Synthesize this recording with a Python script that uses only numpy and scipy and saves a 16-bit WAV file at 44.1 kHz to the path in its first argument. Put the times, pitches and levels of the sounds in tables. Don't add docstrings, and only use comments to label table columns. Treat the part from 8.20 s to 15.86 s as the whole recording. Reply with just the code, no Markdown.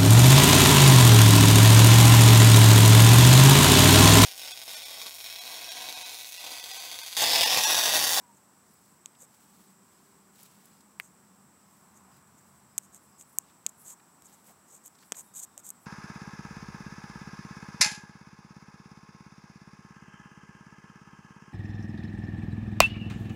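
import sys
import numpy as np
from scipy import signal
from scipy.fft import rfft, irfft, next_fast_len
from scipy.io import wavfile
from scipy.ndimage import map_coordinates

SR = 44100
rng = np.random.default_rng(int(sys.argv[2]) if len(sys.argv) > 2 else 0)


def bounce(signal):
    frames = np.transpose(np.atleast_2d(signal))
    limited = np.clip(frames, -1, 1)
    pcm = np.round(limited * 32767).astype(np.int16)
    wavfile.write(sys.argv[1], SR, pcm)


N = 337754

# frequency in Hz, width in Hz, level in dB.
CASE_MODES = [(2390, 1100, -32.5), (3750, 1450, -20.5), (4940, 1140, -27.5), (6610, 1420, -4),
              (7950, 1700, -0.5), (9600, 2100, -20.5), (11850, 1220, -8), (14300, 2100, -24.5)]


def undb(db):
    return 10 ** (np.asarray(db) / 20)


def unit(x):
    return x / np.sqrt(np.mean(x ** 2))


def seconds():
    return np.arange(N) / SR


def ring(x, modes):
    f = np.maximum(np.fft.rfftfreq(len(x), 1 / SR), 1)
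    gain = 0
    for k, (hz, width, db) in enumerate(modes):
        resonance = 1 / (1 + 1j * (f * f - hz * hz) / (f * width))
        gain = gain + (-1) ** k * undb(db) * resonance ** 2
    return irfft(rfft(x) * gain, len(x))


def colour(x, points):
    hz, db = np.transpose(points)
    f = np.maximum(np.fft.rfftfreq(len(x), 1 / SR), 1)
    response_db = np.interp(np.log(f), np.log(hz), db)
    cepstrum = irfft(np.log(undb(response_db)), len(x))
    cepstrum[1:len(x) // 2] *= 2
    cepstrum[len(x) // 2 + 1:] = 0
    return irfft(rfft(x) * np.exp(rfft(cepstrum)), len(x))


def noise(size=N):
    return rng.standard_normal(next_fast_len(size, True))


def band(hz, width_hz):
    return unit(ring(noise(), [(hz, width_hz, 0)])[:N])


def walk(rate):
    knots = rng.standard_normal(4096)
    return map_coordinates(knots, [seconds() * rate], order=2, mode="wrap")


def grains(size, rate, spread_db):
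    sign = np.sign(noise(size))
    strength = undb(spread_db * np.minimum(rng.exponential(size=len(sign)), 4))
    happens = rng.random(len(sign)) < rate / SR
    return sign * strength * happens


def add(out, s, x):
    i = int(round(s * SR))
    out[i:i + len(x)] += x[:len(out) - i]


def push(top, length, rise_share, shape, uneven_db, uneven_rate):
    rise = length * np.clip(rise_share, .05, .95)
    t = np.arange(max(int(length * SR), 128)) / SR
    uneven = map_coordinates(rng.standard_normal(256), [t * uneven_rate], order=1, mode="wrap")
    swell = np.interp(t, [0, rise, length], [0, 1, 0]) ** shape
    return top - rise, swell * undb(uneven_db * uneven)


def crumple(top, length, rise_share, hz, octaves, db, lowest_hz=350):
    f = np.geomspace(30, SR / 2, 48)
    start, pressure = push(top, length, rise_share, shape=0.48, uneven_db=2.5, uneven_rate=87.0)
    hump = (1 + (np.log2(f / hz) / octaves) ** 2 / 2) ** 2
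    bass_cut = (1 + (lowest_hz / f) ** 2) ** 2
    hump_db = -10 * np.log10(hump * bass_cut)
    slips = grains(len(pressure), rate=3800, spread_db=3.5)
    crackle = colour(slips, np.c_[f, hump_db])
    return start, undb(db) * pressure * unit(crackle[:len(pressure)])


def footsteps():
    # full weight in seconds, level in dB, length in seconds,
    # crackle centre in Hz, crackle width in octaves.
    steps = [(0.583, -67.5, 0.35, 9000, 0.93), (1.219, -64.5, .39, 9000, 2.3),
             (1.417, -65.5, 0.24, 8000, 1.5), (1.803, -70, 0.5, 6000, 1.4), (2.207, -58.5, 0.21, 7000, 2.6),
             (2.4, -63.5, 0.4, 4000, 4.2), (3.552, -70, 0.33, 10000, 1.2), (3.941, -67.5, 0.14, 5000, 2.2),
             (4.278, -69.5, .29, 10000, 1), (5.275, -68, .11, 3040, 0.8), (6.111, -64, .23, 6000, 2.8),
             (6.277, -58.5, 0.1, 13000, 1.3), (6.826, -65.5, .08, 5000, 0.4)]
    # hardest moment in seconds, level in dB, centre in Hz.
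    cracks = [(.538, -59, 14500), (0.951, -64, 2200), (2.23, -51, 11000), (2.456, -58, 11000),
              (2.608, -61, 6000), (5.799, -63, 1700), (6.75, -62.5, 5000), (6.789, -62, 4300),
              (6.829, -62, 1700), (6.946, -55, 2200)]
    out = np.zeros(N)
    for s, db, length, hz, octaves in steps:
        add(out, *crumple(s, length, rise_share=.4, hz=hz, octaves=octaves, db=db))
    for s, db, hz in cracks:
        add(out, *crumple(s, length=.012, rise_share=0.26, hz=hz, octaves=0.55, db=db))
    return out


def heel_bumps(length_s=0.029, width_hz=260):
    # time in seconds (a quarter length after the start), resonance in Hz, level in dB.
    bumps = [(1.021, 525, -62), (5.729, 990, -60.5), (6.305, 750, -57), (6.53, 476, -62),
             (6.975, 700, -60.5), (7.374, 644, -57)]
    out, swell = np.zeros(N), np.hanning(int(length_s * SR))
    for s, hz, db in bumps:
        earth = ring(noise(size=4096), [(hz, width_hz, 0)])[:len(swell)]
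        add(out, s - length_s / 4, undb(db) * swell * unit(earth))
    return out


def twig(snap_s=2.7993, snap_db=6.5, split_s=0.0025, split_db=-20,
         splinter_db=-31, splinter_t60=0.025, wood_db=-58, wood_t60=0.13):
    # frequency in Hz, width in Hz, level in dB.
    twig_modes = [(915, 2000, -17.5), (2190, 990, 0), (4400, 2100, -26.5), (11000, 6800, -20)]
    t = np.arange(SR // 4) / SR
    splinters = undb(splinter_db - 60 * t / splinter_t60)
    scatter = undb(wood_db - 60 * t / wood_t60)
    force = rng.standard_normal(len(t)) * (splinters + scatter)
    force[0] += 1
    force[int(split_s * SR)] += undb(split_db)
    out = np.zeros(N)
    add(out, snap_s, undb(snap_db) * ring(force, twig_modes))
    return out


def case_ticks(jump_share=0.23, main_ring_hz=7830, rattle_db=-25, rattle_t60=0.0058,
               rebound_s=.0044, rebound_knock_db=5.5):
    # start in seconds, ring in dB, dull knock in dB,
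    # brightness in dB an octave, second jump's lag in seconds, rebound's relative level in dB.
    ticks = [(0.8588, -6, -24, -10, 0.0003, -27), (4.58, 10, -17, 0.5, 0.0005, -6),
             (4.7465, -15, -40, 0, .0008, -30), (5.0115, -14.5, -31, -5, .0008, -30),
             (5.1856, 11.5, -15, 7.5, 0.00042, -50), (5.4643, 9.5, -10.5, -7.5, .00027, -17.5),
             (6.022, -21, -30, 8, 0.00056, -30), (6.661, -16, -32, 19, 0.0013, -30),
             (6.679, -18, -39, 10, 0.00076, -30), (6.9214, 4.5, -3.5, -5, 0.000613, -16.5),
             (7.3781, -7, -27, 1, 0.00069, -40), (7.466, -12.5, -38, 9, .00064, -30),
             (7.491, -8, -44, 9, .00037, -30), (7.504, -4, -34, 7, .00046, -16)]
    # frequency in Hz, level in dB.
    knock_colour = [(60, -36), (200, -2.5), (450, 1.5), (1000, 0), (1800, -4), (3000, -2), (4500, -8.5),
                    (9000, 3.5), (16000, -63)]
    out, t = np.zeros(N), np.arange(2048) / SR
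    for s, ring_db, knock_db, bright_db, lag, rebound_db in ticks:
        second_jump = jump_share * np.sinc((t - lag) * SR)
        jumps = ((t == 0) + second_jump) / np.hypot(1, jump_share)
        rattle = rng.standard_normal(len(t)) * undb(rattle_db - 60 * t / rattle_t60)
        force = jumps + rattle
        modes = [(hz, width, db + bright_db * np.log2(hz / main_ring_hz)) for hz, width, db in CASE_MODES]
        shell = undb(ring_db) * ring(force, modes)
        knock = undb(knock_db) * colour(force, knock_colour)
        add(out, s, shell + knock)
        add(out, s + rebound_s, undb(rebound_db) * (shell + undb(rebound_knock_db) * knock))
    return out


def finger_rubs(skin_db=-22, skin_hz=12000, skin_width_hz=11000, pad_hz=700, pad_width_hz=1500):
    # hardest moment in seconds, level in dB, length in seconds,
    # dull scrape's relative level in dB.
    rubs = [(0.173, -63, 0.057, -24), (1.03, -52, 0.076, -13), (2.854, -57, 0.087, -20),
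            (3.775, -61, .06, -22), (4.19, -63, 0.042, -22), (4.649, -58.5, 0.068, -26),
            (4.76, -53, 0.062, -9.5), (5.012, -52, .055, -15), (5.211, -64, 0.053, -22),
            (5.494, -50, 0.014, -20), (5.705, -45.5, .11, -15.5), (6.064, -53, 0.036, -20),
            (6.141, -56.5, 0.033, -7), (6.303, -59, 0.076, 2), (6.545, -53.5, 0.12, -16),
            (6.668, -49, .05, -26), (6.993, -43, .078, -13), (7.171, -42.5, 0.058, -20),
            (7.197, -39, 0.043, -23), (7.238, -41.5, 0.046, -19), (7.396, -53, 0.036, -9),
            (7.478, -46, 0.075, -19)]
    out = np.zeros(N)
    for top, db, length, scrape_db in rubs:
        start, force = push(top, length, rise_share=.63, shape=0.7, uneven_db=2.5, uneven_rate=293)
        slips = grains(len(force), rate=4500, spread_db=2.5)
        skin = grains(len(force), rate=4500, spread_db=2.5)
        skin_modes = [(pad_hz, pad_width_hz, scrape_db), (skin_hz, skin_width_hz, skin_db)]
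        rub = ring(slips, CASE_MODES) + ring(skin, skin_modes)
        add(out, start, undb(db) * force * unit(rub[:len(force)]))
    return out


def soft_brushes():
    # hardest moment in seconds, level in dB.
    brushes = [(4.85, -69.5), (5.11, -67), (5.62, -57), (6.85, -66), (7.045, -62), (7.63, -69.5)]
    out = np.zeros(N)
    for s, db in brushes:
        add(out, *crumple(s, length=0.13, rise_share=0.36, hz=10500, octaves=0.29, db=db))
    return out


def insects(flicker_db=0.5, spell_db=-78.0, spell_s=0.061):
    # frequency in Hz, width in Hz, level in dB.
    choruses = [(7944, 700, -68.5), (7410, 730, -74.5), (5580, 1500, -77.5)]
    spell_middles = [.53, .98, 1.76, 2.2, 2.58, 3.45, 3.95, 4.55, 4.95]
    chorus = sum(undb(db + flicker_db * walk(30)) * band(hz, width) for hz, width, db in choruses)
    spells = sum(np.exp(-((seconds() - s) / spell_s) ** 2) for s in spell_middles)
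    return chorus + undb(spell_db) * spells * band(hz=5060, width_hz=260)


def far_calls(flutter_db=5.0):
    # start, loudest moment and end in seconds, first and last pitch in Hz, level in dB,
    # waver as a share of pitch.
    calls = [(-.04, .04, .21, 1030, 860, -63, .012), (7.03, 7.11, 7.44, 3730, 3660, -71.5, .016)]
    t, out = seconds(), 0
    for start, top, end, first_hz, last_hz, db, waver in calls:
        glide_hz = np.interp(t, [start, end], [first_hz, last_hz])
        hz = glide_hz * (1 + waver * walk(400))
        swell = np.sqrt(np.interp(t, [start, top, end], [0, 1, 0]))
        whistle = np.sin(2 * np.pi * np.cumsum(hz) / SR)
        out = out + undb(db + flutter_db * walk(40)) * swell * whistle
    return out


def passing(nearest_s, fade_s):
    return 1 / np.hypot(1, (seconds() - nearest_s) / fade_s)


def distance(octave_db=-14, rumble_db=-69.5, hum_db=-72):
    # frequency in Hz, level in dB per Hz.
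    air_colour = [(25, -124), (52, -120), (68, -100), (110, -96), (155, -90), (240, -90.5), (340, -95.5),
                  (550, -101), (1100, -100), (2000, -107), (3200, -112.5), (6500, -113), (10000, -110.5),
                  (15500, -112.5)]
    # time in seconds, level in dB.
    drone_levels = [(0, -72), (1.1, -71), (1.4, -63), (1.7, -68.5), (3.3, -66.5), (4.3, -69.5),
                    (6.6, -76.5), (7.66, -72)]
    # time in seconds, level in dB.
    tyre_levels = [(0, -69.5), (.6, -70.5), (1.1, -69), (3.3, -68.5), (3.9, -63.5), (4.3, -67.5),
                   (6.2, -67), (6.7, -68), (7.66, -65.5)]
    t = seconds()
    air = colour(noise(), air_colour)[:N] * np.sqrt(SR / 2)
    drone = band(hz=195.6, width_hz=29.3) + undb(octave_db) * band(hz=384.4, width_hz=46)
    engine = undb(np.interp(t, *np.transpose(drone_levels))) * drone
    rumble = unit(ring(noise(), [(84.4, 25, -3.5), (135.0, 35, -1)])[:N])
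    car = undb(rumble_db) * passing(nearest_s=4.25, fade_s=0.44) * rumble
    hum = undb(hum_db) * passing(nearest_s=1.99, fade_s=0.15) * band(hz=392, width_hz=32)
    tyres = undb(np.interp(t, *np.transpose(tyre_levels))) * band(hz=990, width_hz=754)
    return air + engine + car + hum + tyres


def scene():
    underfoot = footsteps() + heel_bumps() + twig()
    in_hand = case_ticks() + finger_rubs() + soft_brushes()
    background = insects() + far_calls() + distance()
    return (underfoot + in_hand + background)[None]


def record(dry, top_hz=15750):
    low_pass = signal.ellip(10, .2, 70, top_hz, fs=SR, output="sos")
    return signal.sosfilt(low_pass, dry)


dry = scene()
out = record(dry)
bounce(out)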